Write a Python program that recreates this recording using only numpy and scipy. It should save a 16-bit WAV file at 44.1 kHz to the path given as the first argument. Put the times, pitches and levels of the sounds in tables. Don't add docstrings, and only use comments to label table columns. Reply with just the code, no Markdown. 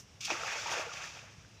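import sys
import numpy as np
from scipy import signal
from scipy.fft import rfft, irfft, next_fast_len
from scipy.io import wavfile
from scipy.ndimage import uniform_filter1d, map_coordinates

SR = 44100
rng = np.random.default_rng(int(sys.argv[2]) if len(sys.argv) > 2 else 0)


def waveform_to_disk(signal):
    frames = np.transpose(np.atleast_2d(signal))
    scaled = np.clip(frames, -1, 1) * 32767
    samples = np.round(scaled).astype(np.int16)
    wavfile.write(sys.argv[1], SR, samples)


def volts_from_decibels(level):
    exponent = np.asarray(level, float) / 20
    return 10 ** exponent


N = 70560

# (time [s], spray level [dB], trapped air over spray [dB])
LANDING = [(.204, -77, -43), (.208, -41, -56), (0.263, -37.5, -36), (.3, -41.5, 1.5), (0.328, -39.5, -1.5),
           (.385, -43.5, -3), (.44, -42, -3), (.6, -41.5, -6.5), (.66, -42, -2), (.76, -40, -1),
           (.81, -40.5, 0), (.84, -49, 4), (.9, -49.5, -6.5), (1.0, -46.5, -1.5), (1.07, -47.5, -6),
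           (1.3, -61, -3.5), (1.6, -69, -23)]
# (time [s], level [dB], length [s], fine mist over sheet [dB])
SHEETS = [
    (0.211, -39, 0.0041, 0),
    (0.254, -32.5, 0.0057, 5.5),
    (.308, -35.5, 0.013, -5),
    (0.474, -44, .008, 0),
    (0.531, -52, .01, 8),
    (0.674, -38.5, 0.0096, -5),
    (0.723, -38, 0.02, 5),
    (0.936, -43, .006, -3),
    (1.048, -52, 0.02, 2),
    (1.195, -57.5, .003, -1),
]
# (time [s], peak level [dB], cavity pitch [Hz], ring [cycles])
PLOPS = [(.281, -36.5, 810, 7.1), (.296, -38, 1480, 5.5), (.303, -20, 864, 3), (.304, -29, 2370, 13),
         (.31, -25.5, 2480, 8.5), (.317, -27, 755, 5), (.318, -31.5, 331, 3.6), (.338, -37.5, 337, 5.4),
         (.353, -28, 1180, 6.8), (.411, -30, 1300, 5.1), (.532, -35, 2470, 21), (0.434, -27.5, 1330, 6.2),
         (0.481, -29.5, 1690, 8.5), (.587, -36, 1460, 12), (.693, -31, 2000, 6.7), (.66, -27, 902, 9.6),
         (.682, -27.5, 960, 7.8), (.725, -27, 947, 9.3), (.741, -26, 860, 2.7), (.77, -35, 486, 3.5),
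         (.796, -24, 635, 3), (.865, -37.5, 468, 10.8), (0.892, -38, 1387, 18), (.852, -43.5, 650, 8),
         (0.916, -34.5, 1200, 7.5), (0.972, -36, 2400, 6), (1.04, -37, 1770, 13), (1.192, -41.5, 2580, 6.2),
         (1.17, -47.5, 840, 6.3), (1.448, -50, 1520, 6.4)]
# (time [s], length [s], start pitch [Hz], end pitch [Hz], level [dB])
BIRDS = [
    (.08, .045, 5650, 4650, -67),
    (.125, .065, 5600, 5400, -69),
    (.135, .03, 4000, 3600, -71),
    (1.49, .012, 5450, 5550, -66),
    (1.53, .025, 3400, 3750, -67),
    (1.545, .028, 5200, 4600, -70),
    (1.571, .035, 3970, 3970, -61),
]
# (time [s], level [dB], pitch [Hz])
KNOCK = (1.383, -43.5, 105)
# (frequency [Hz], level [dB])
LEAF_SPECTRUM = [(200, -1), (480, -5), (1100, -9), (1900, -12), (2700, -7.5), (4300, -15.5), (5700, -6.5),
                 (8500, -24), (15400, -49)]
RUMBLE_SPECTRUM = [(20, -45), (35, -21), (60, 1.5), (115, 5.5), (165, 0.5), (230, -9.5)]
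# (frequency [Hz], level [dB])
SWISH_SPECTRUM = [(200, -16), (2000, -9.5), (4500, -11), (5800, 3), (7000, -4), (9000, -16), (16000, -23)]
# (frequency [Hz], level [dB])
SPRAY_SPECTRUM = [(700, -47), (1600, -39), (2200, -5), (4000, 4.5), (7000, 3.5), (10000, -13), (16000, -6)]
MIST_SPECTRUM = [(5000, -26), (8000, -7), (11000, -4.5), (16000, -1)]
GURGLE_SPECTRUM = [(150, -37), (300, -13.5), (500, -3), (900, 1.5), (1300, -6), (2200, -15.5), (5000, -76)]
FROTH_SPECTRUM = [(500, -44), (900, -4), (1200, 1.5), (1800, -0.5), (2600, -2), (4000, -6.5), (8000, -50)]
# (frequency [Hz], gain [dB])
MIC = [(200, -3), (3000, -0.5), (6500, -3.5), (8200, -11.5), (10000, -16.5), (12200, -25.5), (14500, -22),
       (16000, -24)]
LOW_CUT = [(15, -30), (32, -10), (50, 0)]
# (centre [Hz], width [Hz], gain [dB])
RESONANCES = [(2553, 670, 6.5), (5980, 1700, 4), (1019, 72, -11), (4044, 830, -7.5), (3000, 260, -2.5),
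              (3580, 170, 2.5)]

TIME = np.arange(N) / SR
SURGE_DB = 1.2


def unit(x):
    return x / np.sqrt(np.mean(x ** 2) + 1e-20)


def along(points, hz):
    f, v = np.transpose(points)
    return np.interp(np.log(hz + 1), np.log(f + 1), v)


def wobble(rate):
    knots = rng.standard_normal(int(N * rate / SR) + 4)
    return map_coordinates(knots, [np.arange(N) * rate / SR])


def filtered(x, gain_db):
    m = next_fast_len(N + 8192)
    return irfft(rfft(x, m) * volts_from_decibels(gain_db(np.fft.rfftfreq(m, 1 / SR))), m)[..., :N]


def rush(spectrum, patchy_db):
    z = signal.stft(rng.standard_normal(N), nperseg=256)[2]
    field = uniform_filter1d(rng.standard_normal(z.shape), size=4, axis=0)
    field = uniform_filter1d(field, size=6, axis=1)
    x = signal.istft(z * volts_from_decibels(patchy_db * unit(field)), nperseg=256)[1][:N]
    return unit(filtered(x, lambda hz: along(spectrum, hz)))


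def bubbles(s, gain, hz, cycles, rise, size):
    t = np.arange(size) / SR
    u = t * (hz / cycles)[:, None]
    envelope = gain[:, None] * 2 * (1 - np.exp(-6 * u)) * np.exp(-2.5 * u)
    x = envelope * np.sin(2 * np.pi * hz[:, None] * t * (1 + rise * np.minimum(u, 2) / 2))
    at = np.round(s * SR).astype(int)[:, None] + np.arange(size)
    return np.bincount(at.ravel(), x.ravel(), N + size)[:N]


def swarm(hz, spread, cycles, size_db, rise, spectrum, count, size):
    u, g = rng.random((count, 2)), rng.standard_normal((count, 2))
    pitch = np.clip(hz * np.exp(spread * g[:, 0]), 250, 15000)
    gain = volts_from_decibels(np.minimum(-size_db * np.log(1 - u[:, 1]), 10))
    ring = cycles * np.exp(0.36 * g[:, 1])
    x = bubbles(u[:, 0] * N / SR, gain, pitch, ring, rise, size)
    return unit(filtered(x, lambda f: 0.92 * along(spectrum, f)))


def blend(a, b, share):
    share = np.clip(share, 0, 1)
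    return np.sqrt(1 - share) * a + np.sqrt(share) * b


def leaves():
    return volts_from_decibels(-61) * rush(LEAF_SPECTRUM, patchy_db=-0.5)


def rumble():
    spectrum = [(12, -60)] + list(RUMBLE_SPECTRUM) + [(330, -40.5)]
    return volts_from_decibels(-60.5 + 0.92 * wobble(9.1)) * rush(spectrum, patchy_db=0.5)


def swish():
    level_db, t60_s = -50, 0.13
    return volts_from_decibels(level_db - 60 * TIME / t60_s) * rush(SWISH_SPECTRUM, patchy_db=-0.5)


def birds():
    out = 0
    for s, life, start_hz, end_hz, db in BIRDS:
        u = np.clip((TIME - s) / life, 0, 1)
        envelope = volts_from_decibels(db - 9 * u) * np.sqrt(abs(np.sin(np.pi * u)))
        cycles = np.cumsum(start_hz + (end_hz - start_hz) * u) / SR
        out = out + envelope * np.sin(2 * np.pi * cycles)
    return out * volts_from_decibels(2.5 * wobble(150))


def spray(level, mist_level):
    drops = swarm(4280, spread=0.52, cycles=2.34, size_db=4.5, rise=0.038, spectrum=SPRAY_SPECTRUM,
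                  count=9000, size=160)
    droplets = blend(rush(SPRAY_SPECTRUM, patchy_db=-0.5), drops, share=0.3)
    return level * droplets + mist_level * rush(MIST_SPECTRUM, patchy_db=-2.3)


def gurgle(level, spray_db, air_db):
    air = swarm(701.5, spread=0.405, cycles=4.63, size_db=2.5, rise=0.15, spectrum=GURGLE_SPECTRUM,
                count=1100, size=1200)
    strength = np.sqrt(level * volts_from_decibels(spray_db)) * volts_from_decibels(air_db + 2 * SURGE_DB * wobble(29.9))
    return strength * blend(rush(GURGLE_SPECTRUM, patchy_db=0.5), air, share=0.44)


def froth(spray_db, air_db):
    small = swarm(1578, spread=0.373, cycles=3.7, size_db=2.5, rise=0.15, spectrum=FROTH_SPECTRUM,
                  count=2400, size=600)
    follows_air = 0.34
    strength = volts_from_decibels(spray_db + 0.5 + follows_air * air_db + 1.45 * wobble(24.88))
    return strength * blend(rush(FROTH_SPECTRUM, patchy_db=2.2), small, share=0.44)


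def plops():
    at, db, hz, cycles = np.transpose(PLOPS)
    return bubbles(at, volts_from_decibels(db), hz, cycles, rise=0.024, size=1800)


def net():
    s, spray_db, air_db = np.transpose(LANDING)
    spray_db = np.interp(TIME, s, spray_db, left=-120)
    air_db = np.interp(TIME, s, air_db)
    bed = volts_from_decibels(spray_db + SURGE_DB * wobble(39.95))
    power, mist_power = bed ** 2, bed ** 2
    for at, db, life, mist_db in SHEETS:
        width = np.where(TIME < at, 0.71 * life, life)
        sheet = volts_from_decibels(db) * np.exp(-0.5 * ((TIME - at) / width) ** 2)
        power = power + sheet ** 2
        mist_power = mist_power + (sheet * volts_from_decibels(mist_db)) ** 2
    level = np.sqrt(power)
    mist_level = volts_from_decibels(-2) * np.sqrt(mist_power)
    air = gurgle(level, spray_db, air_db) + froth(spray_db, air_db)
    return spray(level, mist_level) + air + plops()


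def knock():
    s, db, hz = KNOCK
    u = (TIME - s) * hz
    return -volts_from_decibels(db) * np.sin(2 * np.pi * u) * np.exp(-((u - 0.5) / 0.55) ** 2)


def bank(x):
    t60_s, level_db = 0.29, -14.5
    t = np.arange(SR // 4) / SR
    tail = rng.standard_normal(len(t)) * volts_from_decibels(-60 * t / t60_s) * (t > 0.004)
    return x + volts_from_decibels(level_db) * signal.fftconvolve(x, tail / np.linalg.norm(tail))[:N]


def near_response(f):
    peaks = sum(db / (1 + ((f - c) / w * 2) ** 2) for c, w, db in RESONANCES)
    return along(MIC, f) + peaks


def scene():
    near = filtered(bank(net()), near_response)
    far = leaves() + rumble() + swish() + bank(birds()) + knock()
    return (near + far)[None]


def band_limit(x):
    return signal.sosfilt(signal.butter(12, 16070, fs=SR, output="sos"), x)


def record(dry):
    top_hz = 15530
    mix = filtered(dry, lambda f: along(LOW_CUT, f) - 120.0 * (f > top_hz))
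    return band_limit(mix)


dry = scene()
out = record(dry)
waveform_to_disk(out)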